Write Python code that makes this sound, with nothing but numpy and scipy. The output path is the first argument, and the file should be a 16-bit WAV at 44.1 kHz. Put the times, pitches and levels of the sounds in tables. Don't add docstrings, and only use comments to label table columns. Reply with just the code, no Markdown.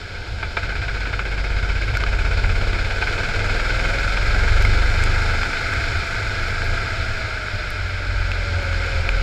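import sys
import numpy as np
from scipy import signal
from scipy.fft import rfft, irfft
from scipy.io import wavfile
from scipy.ndimage import uniform_filter1d

SR = 44100
rng = np.random.default_rng(int(sys.argv[2]) if len(sys.argv) > 2 else 0)


def decibels_to_gain(level_db):
    exponent = np.asarray(level_db, float) / 20
    return 10 ** exponent


def wav_out(sig):
    wavfile.write(sys.argv[1], SR, np.round(np.clip(np.atleast_2d(sig).T, -1, 1) * 32767).astype(np.int16))


N = 406602
LIFT_S = 5.5

# centre in Hz, width in Hz, level in dB.
CAVITIES = [(455, 265, -11), (691, 87, -9.5), (889, 162, -11), (1522, 360, -0.5), (2207, 415, -6),
            (2425, 530, -8), (3050, 450, -16), (3590, 850, -16), (4206, 710, -15.5), (4890, 710, -18),
            (5330, 430, -32), (6710, 1200, -25.5), (7530, 1100, -28), (11000, 1700, -42)]
# time in s, firing kick in dB, crank throw in dB.
EFFORT_CURVE = [(0, -56, -58), (.5, -46, -64), (.65, -30, -37), (1.6, -26, -32), (2.5, -23.5, -27),
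                (3.25, -28.5, -41.5), (3.5, -26.5, -33.5), (4.1, -33, -32), (4.5, -26, -29),
                (5.3, -30.5, -29), (5.6, -44.5, -42), (6.2, -42.5, -39.5), (6.7, -33.5, -36),
                (7.2, -49, -43), (8, -58, -42), (8.25, -46, -33), (8.8, -42, -36.5), (9.22, -31, -29.5)]


def curves(table):
    s, *columns = np.transpose(table)
    return [np.interp(np.arange(N) / SR, s, c) for c in columns]


def ramp(end_s, length_s):
    return np.clip((end_s - np.arange(N) / SR) / length_s, 0, 1)


def unit(x):
    return x / np.sqrt(np.mean(x ** 2))


def decay(t, t60):
    return np.exp(-np.log(1000) * t / t60)


def place(out, s, sound):
    start = int(s * SR)
    out[start:start + len(sound)] += sound


def log_interp(hz, points):
    point_hz, point_db = np.transpose(points)
    return np.interp(np.log(hz), np.log(point_hz), point_db)


def band(x, lo_hz, hi_hz):
    return signal.sosfilt(signal.butter(3, [lo_hz, hi_hz], "band", fs=SR, output="sos"), x)


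def walk(rate):
    k = int(SR / rate)
    held = np.repeat(rng.standard_normal(N // k + 1), k)
    return 0.902 * uniform_filter1d(uniform_filter1d(held, k), k)[:N]


def grit(rate, spread_db):
    chance = rng.random((2, N))
    size = decibels_to_gain(-spread_db * np.log(chance[1] + 0.018))
    return rng.standard_normal(N) * (1 + (chance[0] < rate / SR) * size)


def bursts(table, rise_s):
    out, t = np.zeros(N + SR), np.arange(SR // 8) / SR
    for s, db, t60 in table:
        fade = decay(t, max(t60, .005)) * np.minimum(t / rise_s, 1)
        place(out, s, decibels_to_gain(db) * fade * rng.standard_normal(len(t)))
    return out[:N]


def housing(x, cavities=CAVITIES, leak_db=0):
    # frequency in Hz, level in dB.
    leak_points = [(100, -4.5), (250, -12.5), (700, -13.5), (1050, -20), (1850, -23.5), (3000, -24.5),
                   (5500, -20), (6000, -29.5), (8500, -35.5), (10000, -42.5), (13000, -50), (14800, -61),
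                   (15600, -75)]
    f = np.maximum(np.fft.rfftfreq(4096, 1 / SR), 1)
    power = decibels_to_gain(2 * (leak_db + log_interp(f, leak_points)))
    for hz, width, db in cavities:
        power = power + decibels_to_gain(2 * db) / (1 + ((f - hz) / width * 2) ** 2) ** 3
    cepstrum = irfft(np.log(power) / 2)
    cepstrum[1:2048] *= 2
    cepstrum[2049:] = 0
    response = irfft(np.exp(rfft(cepstrum)))[:2048]
    return signal.fftconvolve(x, response)[:N]


def drizzle(db):
    chance = rng.random((2, N))
    hits = (chance[0] < 25 / SR) * decibels_to_gain(-2.2 * np.log(chance[1] + .03))
    tick = np.exp(-np.arange(100) / SR / 0.00033)
    return decibels_to_gain(db - 3.0) * band(signal.fftconvolve(hits, tick)[:N] * rng.standard_normal(N), 8000, 14400)


def drops():
    # time in s, peak in dB, dullness in dB.
    drop_hits = [(0.1895, -50, 15), (0.4284, -48, 16), (0.5671, -42, 18), (0.6365, -38, 7),
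                 (0.7527, -49, 15), (1.0036, -47, 6), (1.9714, -23, 14), (2.3126, -48, 17),
                 (4.623, -23, 18), (4.6503, -24, 2), (4.9107, -42, 10), (5.0384, -22.5, 18),
                 (5.672, -32, 8), (5.7364, -28, 19), (6.2108, -39, 7), (6.4817, -32, 8), (6.6435, -29, 4),
                 (6.6977, -44, 10), (7.5602, -37, 10), (7.7044, -21, -3), (7.8361, -39, 11.5),
                 (8.316, -41, 23), (8.3529, -43, 9), (8.6288, -27, 6), (8.6547, -42, 7),
                 (8.7286, -31.5, 10), (8.8852, -39, 9), (9.0902, -48, 28)]
    bright, dull, t = np.zeros(N), np.zeros(N), np.arange(200) / SR
    for s, db, dull_db in drop_hits:
        tick = rng.choice([-1, 1], len(t)) * np.exp(-t / 0.001)
        place(bright, s, decibels_to_gain(db - 5.5) * tick)
        place(dull, s, decibels_to_gain(db + min(dull_db, 18) - 9) * tick)
    return band(bright, 7300, 12200) + band(dull, 1500, 7500)


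def buffet(air_db, idling):
    # frequency in Hz, density in dB per Hz.
    buffet_spectrum = [(2, -11), (8, -14), (17, 1.5), (40, 0.5), (75, -1), (95, 1), (112, -2), (125, -15.5),
                       (150, -30), (250, -70)]
    # centre in s, level over the buffet in dB, length in s.
    gust_events = [
        (.42, 4.5, .15),
        (1.9, 8, 0.13),
        (2.4, 5.5, 0.33),
        (3.6, -3, .5),
        (5.6, -1, 0.18),
        (5.903, 6, 0.27),
        (6.3, 7.5, 0.13),
        (7.4, -2.5, .3),
        (7.802, 6, 0.22),
        (9.028, 9, 0.092),
    ]
    t = np.arange(N) / SR
    gusts_db = sum(db * np.exp(-((t - s) / length * 2) ** 2) for s, db, length in gust_events)
    db = -30.5 + 0.55 * (air_db + 38.5) + gusts_db + 1.7 * walk(9) + 3.8 * walk(18) - 0.5 * idling
    f = np.maximum(np.fft.rfftfreq(N, 1 / SR), 1)
    noise = irfft(rfft(rng.standard_normal(N)) * decibels_to_gain(log_interp(f, buffet_spectrum)), N)
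    return unit(noise) * decibels_to_gain(db)


def roar(db, gate, gust):
    flow = band(grit(140, 5.7), 104, 957) * decibels_to_gain(0.28 * gust + 0.63 * walk(27)) * gate ** 0.48
    return unit(housing(flow)) * decibels_to_gain(db)


def spray(db, gate, gust):
    hits = band(grit(400, 2.0), 2736, 5580) * decibels_to_gain(0.16 * gust + 1.1 * walk(30)) * gate ** 0.42
    return unit(housing(hits)) * decibels_to_gain(db)


def mist(db, gate, gust):
    hits = band(grit(400, 3.5), 5640, 19100) * decibels_to_gain(0.14 * gust + 0.53 * walk(30)) * gate ** 0.39
    return unit(housing(hits)) * decibels_to_gain(db)


def knocks():
    # mode in Hz, level in dB, t60 in s.
    shell_modes = [(687, -3, 0.37), (885, 0, 0.082), (1290, -2.5, 0.14), (1566, 0, 0.12), (1596, -3, 0.029),
                   (2350, 2, 0.14)]
    # time in s, peak in dB, t60 in s.
    blow_events = [
        (0.4271, -15, 0.071),
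        (0.568, -11.5, 0.087),
    ]
    # time in s, peak in dB.
    hard_firings = [(0.7522, -12.5), (0.8799, -12), (1.053, -11), (1.1293, -10), (1.1902, -7), (1.377, -21),
                    (1.695, -9.5), (1.949, -9.5), (2.4384, -9.5), (2.4942, -13), (2.9083, -13),
                    (3.0205, -6), (3.0749, -11), (3.7025, -10), (3.8487, -7), (4.1709, -5)]
    # time in s, peak in dB, pitch in Hz, t60 in s.
    grit_ticks = [
        (1.9704, -17, 1510, 0.018),
        (2.037, -12, 1270, 0.02),
        (4.6503, -10, 2150, 0.018),
        (5.4324, -10.5, 1490, 0.017),
        (5.7354, -16, 1570, 0.013),
        (8.317, -11, 2520, 0.011),
        (8.7293, -19, 1420, 0.012),
        (8.7445, -17, 1500, 0.012),
        (9.0907, -7.5, 2480, 0.009),
    ]
    t, tones = np.arange(SR // 8) / SR, np.zeros(N + SR)
    ring = sum(decibels_to_gain(db) * np.sin(2 * np.pi * hz * t) * decay(t, min(t60, .1)) for hz, db, t60 in shell_modes)
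    thump = np.sin(2 * np.pi * 70 * t) * decay(t, 0.13)
    for s, db, _ in blow_events:
        place(tones, s, decibels_to_gain(db - 10.0) * (ring * np.minimum(t / 0.0014, 1) + thump))
    for s, db, hz, t60 in grit_ticks:
        place(tones, s, decibels_to_gain(db) * np.sin(2 * np.pi * hz * t) * decay(t, t60))
    shell = decibels_to_gain(13.0) * housing(band(bursts(blow_events, 0.002), 350, 3900))
    firing_rows = [(s, db, 0.054) for s, db in hard_firings]
    firings = decibels_to_gain(10.0) * housing(band(bursts(firing_rows, 0.0025), 680, 3000))
    crack_rows = [(s, db, t60) for s, db, _, t60 in grit_ticks]
    crack = decibels_to_gain(12.5) * housing(band(bursts(crack_rows, 0.00018), 1000, 5600))
    return shell + firings + crack + tones[:N]


def chain(turns):
    # time in s, tooth rate in Hz, whine in dB.
    chain_curve = [(0, 390, -51), (2, 395, -50), (2.8, 435, -46), (3.3, 468, -45), (3.75, 530, -37),
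                   (4.4, 595, -43), (4.8, 632, -56), (5.4, 672, -45), (6.2, 665, -44.5), (6.8, 672, -42.5),
                   (7.2, 648, -43), (7.55, 602, -42.5), (7.85, 605, -46), (8.3, 572, -47),
                   (8.6, 557, -37.5), (8.95, 536, -39.5), (9.22, 540, -38)]
    hz, db = curves(chain_curve)
    tension = 1 + 0.39 * np.cos(2 * np.pi * turns + 2.4 * walk(3.5))
    teeth = np.cumsum(hz * (1 + 0.0078 * walk(7))) / SR + 0.18 * walk(40)
    whine = np.cos(2 * np.pi * teeth)
    sprocket = decibels_to_gain(-5) * ramp(LIFT_S, .2) * np.cos(2 * np.pi * 1.225 * teeth)
    return np.sqrt(2) * decibels_to_gain(db + 3.1 * walk(30) + 1.5 * walk(8.5)) * tension * (whine + sprocket)


def puffs(hz, turns, throttle):
    valve = 0.618 - 0.26 * np.clip((hz - 19.5) / 3, 0, 1)
    cycle = turns - valve + 1
    size = decibels_to_gain(.9 * rng.standard_normal((400, 2)))[cycle.astype(int)].T
    phase = cycle % 1
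    blow = size[0] * np.exp(-phase / 0.28) + 0.18 * size[1] * np.exp(-((phase - .45) / 0.16) ** 2)
    gate = 1 + 3.5 * np.clip(throttle, 0, 2) * uniform_filter1d(blow, int(0.0036 * SR))
    return gate / np.sqrt(uniform_filter1d(gate ** 2, SR // 4))


def rattle(db, hz, gate, gust):
    # centre in Hz, width in Hz, level in dB.
    port_peaks = [(1367, 293, -3), (1650, 160, -5.5), (2042, 340, -7.5)]
    wind = np.clip(0.37 + 0.067 * (hz - 16), 0, .95)
    puffed = band(grit(300, 1.2), 1070, 3040) * decibels_to_gain(0.99 * gust + 0.3 * walk(40)) * gate
    blown = band(grit(300, 5.5), 1080, 2680) * decibels_to_gain(0.23 * gust + 0.83 * walk(40)) * gate ** 0.63
    puffed = unit(housing(puffed, leak_db=5.5))
    blown = unit(housing(blown, CAVITIES + port_peaks))
    return decibels_to_gain(db) * (np.sqrt(1 - wind) * puffed + np.sqrt(wind) * blown)


def shake(hz, turns, throttle):
    # frequency in Hz, gain in dB.
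    mount_gain = [(16, -13), (25, 3.5), (47, 7), (57, -11), (70, 4.5), (88, 8.5), (115, 0), (160, -26)]
    order_levels = [7, 4, -2, -7, -11, -9]
    upper_levels = [-46.5, -44, -55]
    coast_change = [0, -4, 1, 8, 0, 0]
    # lead at 16 Hz in turns, drift in turns per Hz, coasting change in turns.
    order_timing = [(.35, .017, 0), (.33, .012, .38), (.34, -.028, -.1), (.8, 0, -.15), (.82, -.05, 0),
                    (.05, .1, 0)]
    slip_loss_db = [4, 20, 0, 0, 7, 0]
    effort, slip = curves(EFFORT_CURVE), ramp(2.6, 1.9)
    coasting = 1 - ramp(LIFT_S + 0.081, 0.45)
    spinning = coasting * ramp(9.15, 0.37)
    levels, lead = [], []
    for k, db in enumerate(order_levels):
        passed_db = db + effort[k % 2] + log_interp((k + 1) * hz, mount_gain)
        levels.append(passed_db + coast_change[k] * spinning - slip_loss_db[k] * slip)
    for turn, drift, lift in order_timing:
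        lead.append(turn + drift * (hz - 16) + lift * coasting)
    for db in upper_levels:
        levels.append(db + 20 * np.log10(throttle) + 1.8 * walk(4.0))
        lead.append(rng.random())
    lumpy_db = .8 + 3.5 * np.clip(1 - 2 * throttle, 0, 1)
    return np.sqrt(2) * sum(decibels_to_gain(db + lumpy_db * walk(12)) * np.cos(2 * np.pi * ((k + 1) * turns + lead[k]))
                            for k, db in enumerate(levels))


def scene():
    # time in s, firings per second in Hz.
    rev_curve = [(0.0, 17.71), (0.6, 16.08), (1.8, 16.0), (2.3, 16.27), (2.8, 17.24), (3.3, 18.98),
                 (3.8, 20.31), (4.3, 22.3), (5.2, 25.5), (5.5, 25.9), (5.9, 26.0), (6.4, 25.3),
                 (6.8, 26.07), (7.1, 24.45), (7.5, 23.76), (8.5, 21.62), (8.9, 20.54), (9.22, 20.86)]
    # time in s, opening from 0 to 1.
    throttle_curve = [(0, 0.04), (.55, 0.2), (.6, 0.9), (2.0, 0.77), (3.0, 0.62), (5.4, 0.3), (5.55, 0.26),
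                      (8.8, 0.01), (9.22, 0.13)]
    # time in s, level in dB.
    air_curve = [(0, -42), (.3, -41.5), (.62, -39.5), (1.4, -39), (2.2, -37.5), (2.7, -36.5), (3.6, -34.5),
                 (4.7, -34), (5.4, -34), (6.3, -35.5), (7.1, -36.5), (7.5, -38), (8, -39), (8.9, -37),
                 (9.22, -38)]
    (hz,), (throttle,), (air_db,) = curves(rev_curve), curves(throttle_curve), curves(air_curve)
    turns = np.cumsum(hz) / SR
    idling = ramp(0.61, 0.056)
    effort_db = np.maximum(np.max(curves(EFFORT_CURVE), axis=0), -44)
    rattle_db = air_db + 8.5 - 4 * idling
    roar_db = air_db - 0.01 + 0.22 * (effort_db + 44.5) + 2 * idling
    mist_db = -47 + 1.42 * (air_db + 37.5)
    gate, gust = puffs(hz, turns, throttle), walk(15)
    water = drizzle(mist_db) + drops() + spray(air_db - 0.3, gate, gust) + mist(mist_db, gate, gust)
    wind = buffet(air_db, idling) + roar(roar_db, gate, gust)
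    engine = shake(hz, turns, np.clip(throttle, .02, 2)) + rattle(rattle_db, hz, gate, gust)
    return (water + wind + knocks() + chain(turns) + engine)[None]


def roll_off(x):
    return signal.sosfilt(signal.butter(12, 15700, fs=SR, output="sos"), x)


def record(dry):
    low_pass = signal.ellip(8, .2, 60, 15550, fs=SR, output="sos")
    return roll_off(signal.sosfilt(low_pass, dry))


dry = scene()
out = record(dry)
wav_out(out)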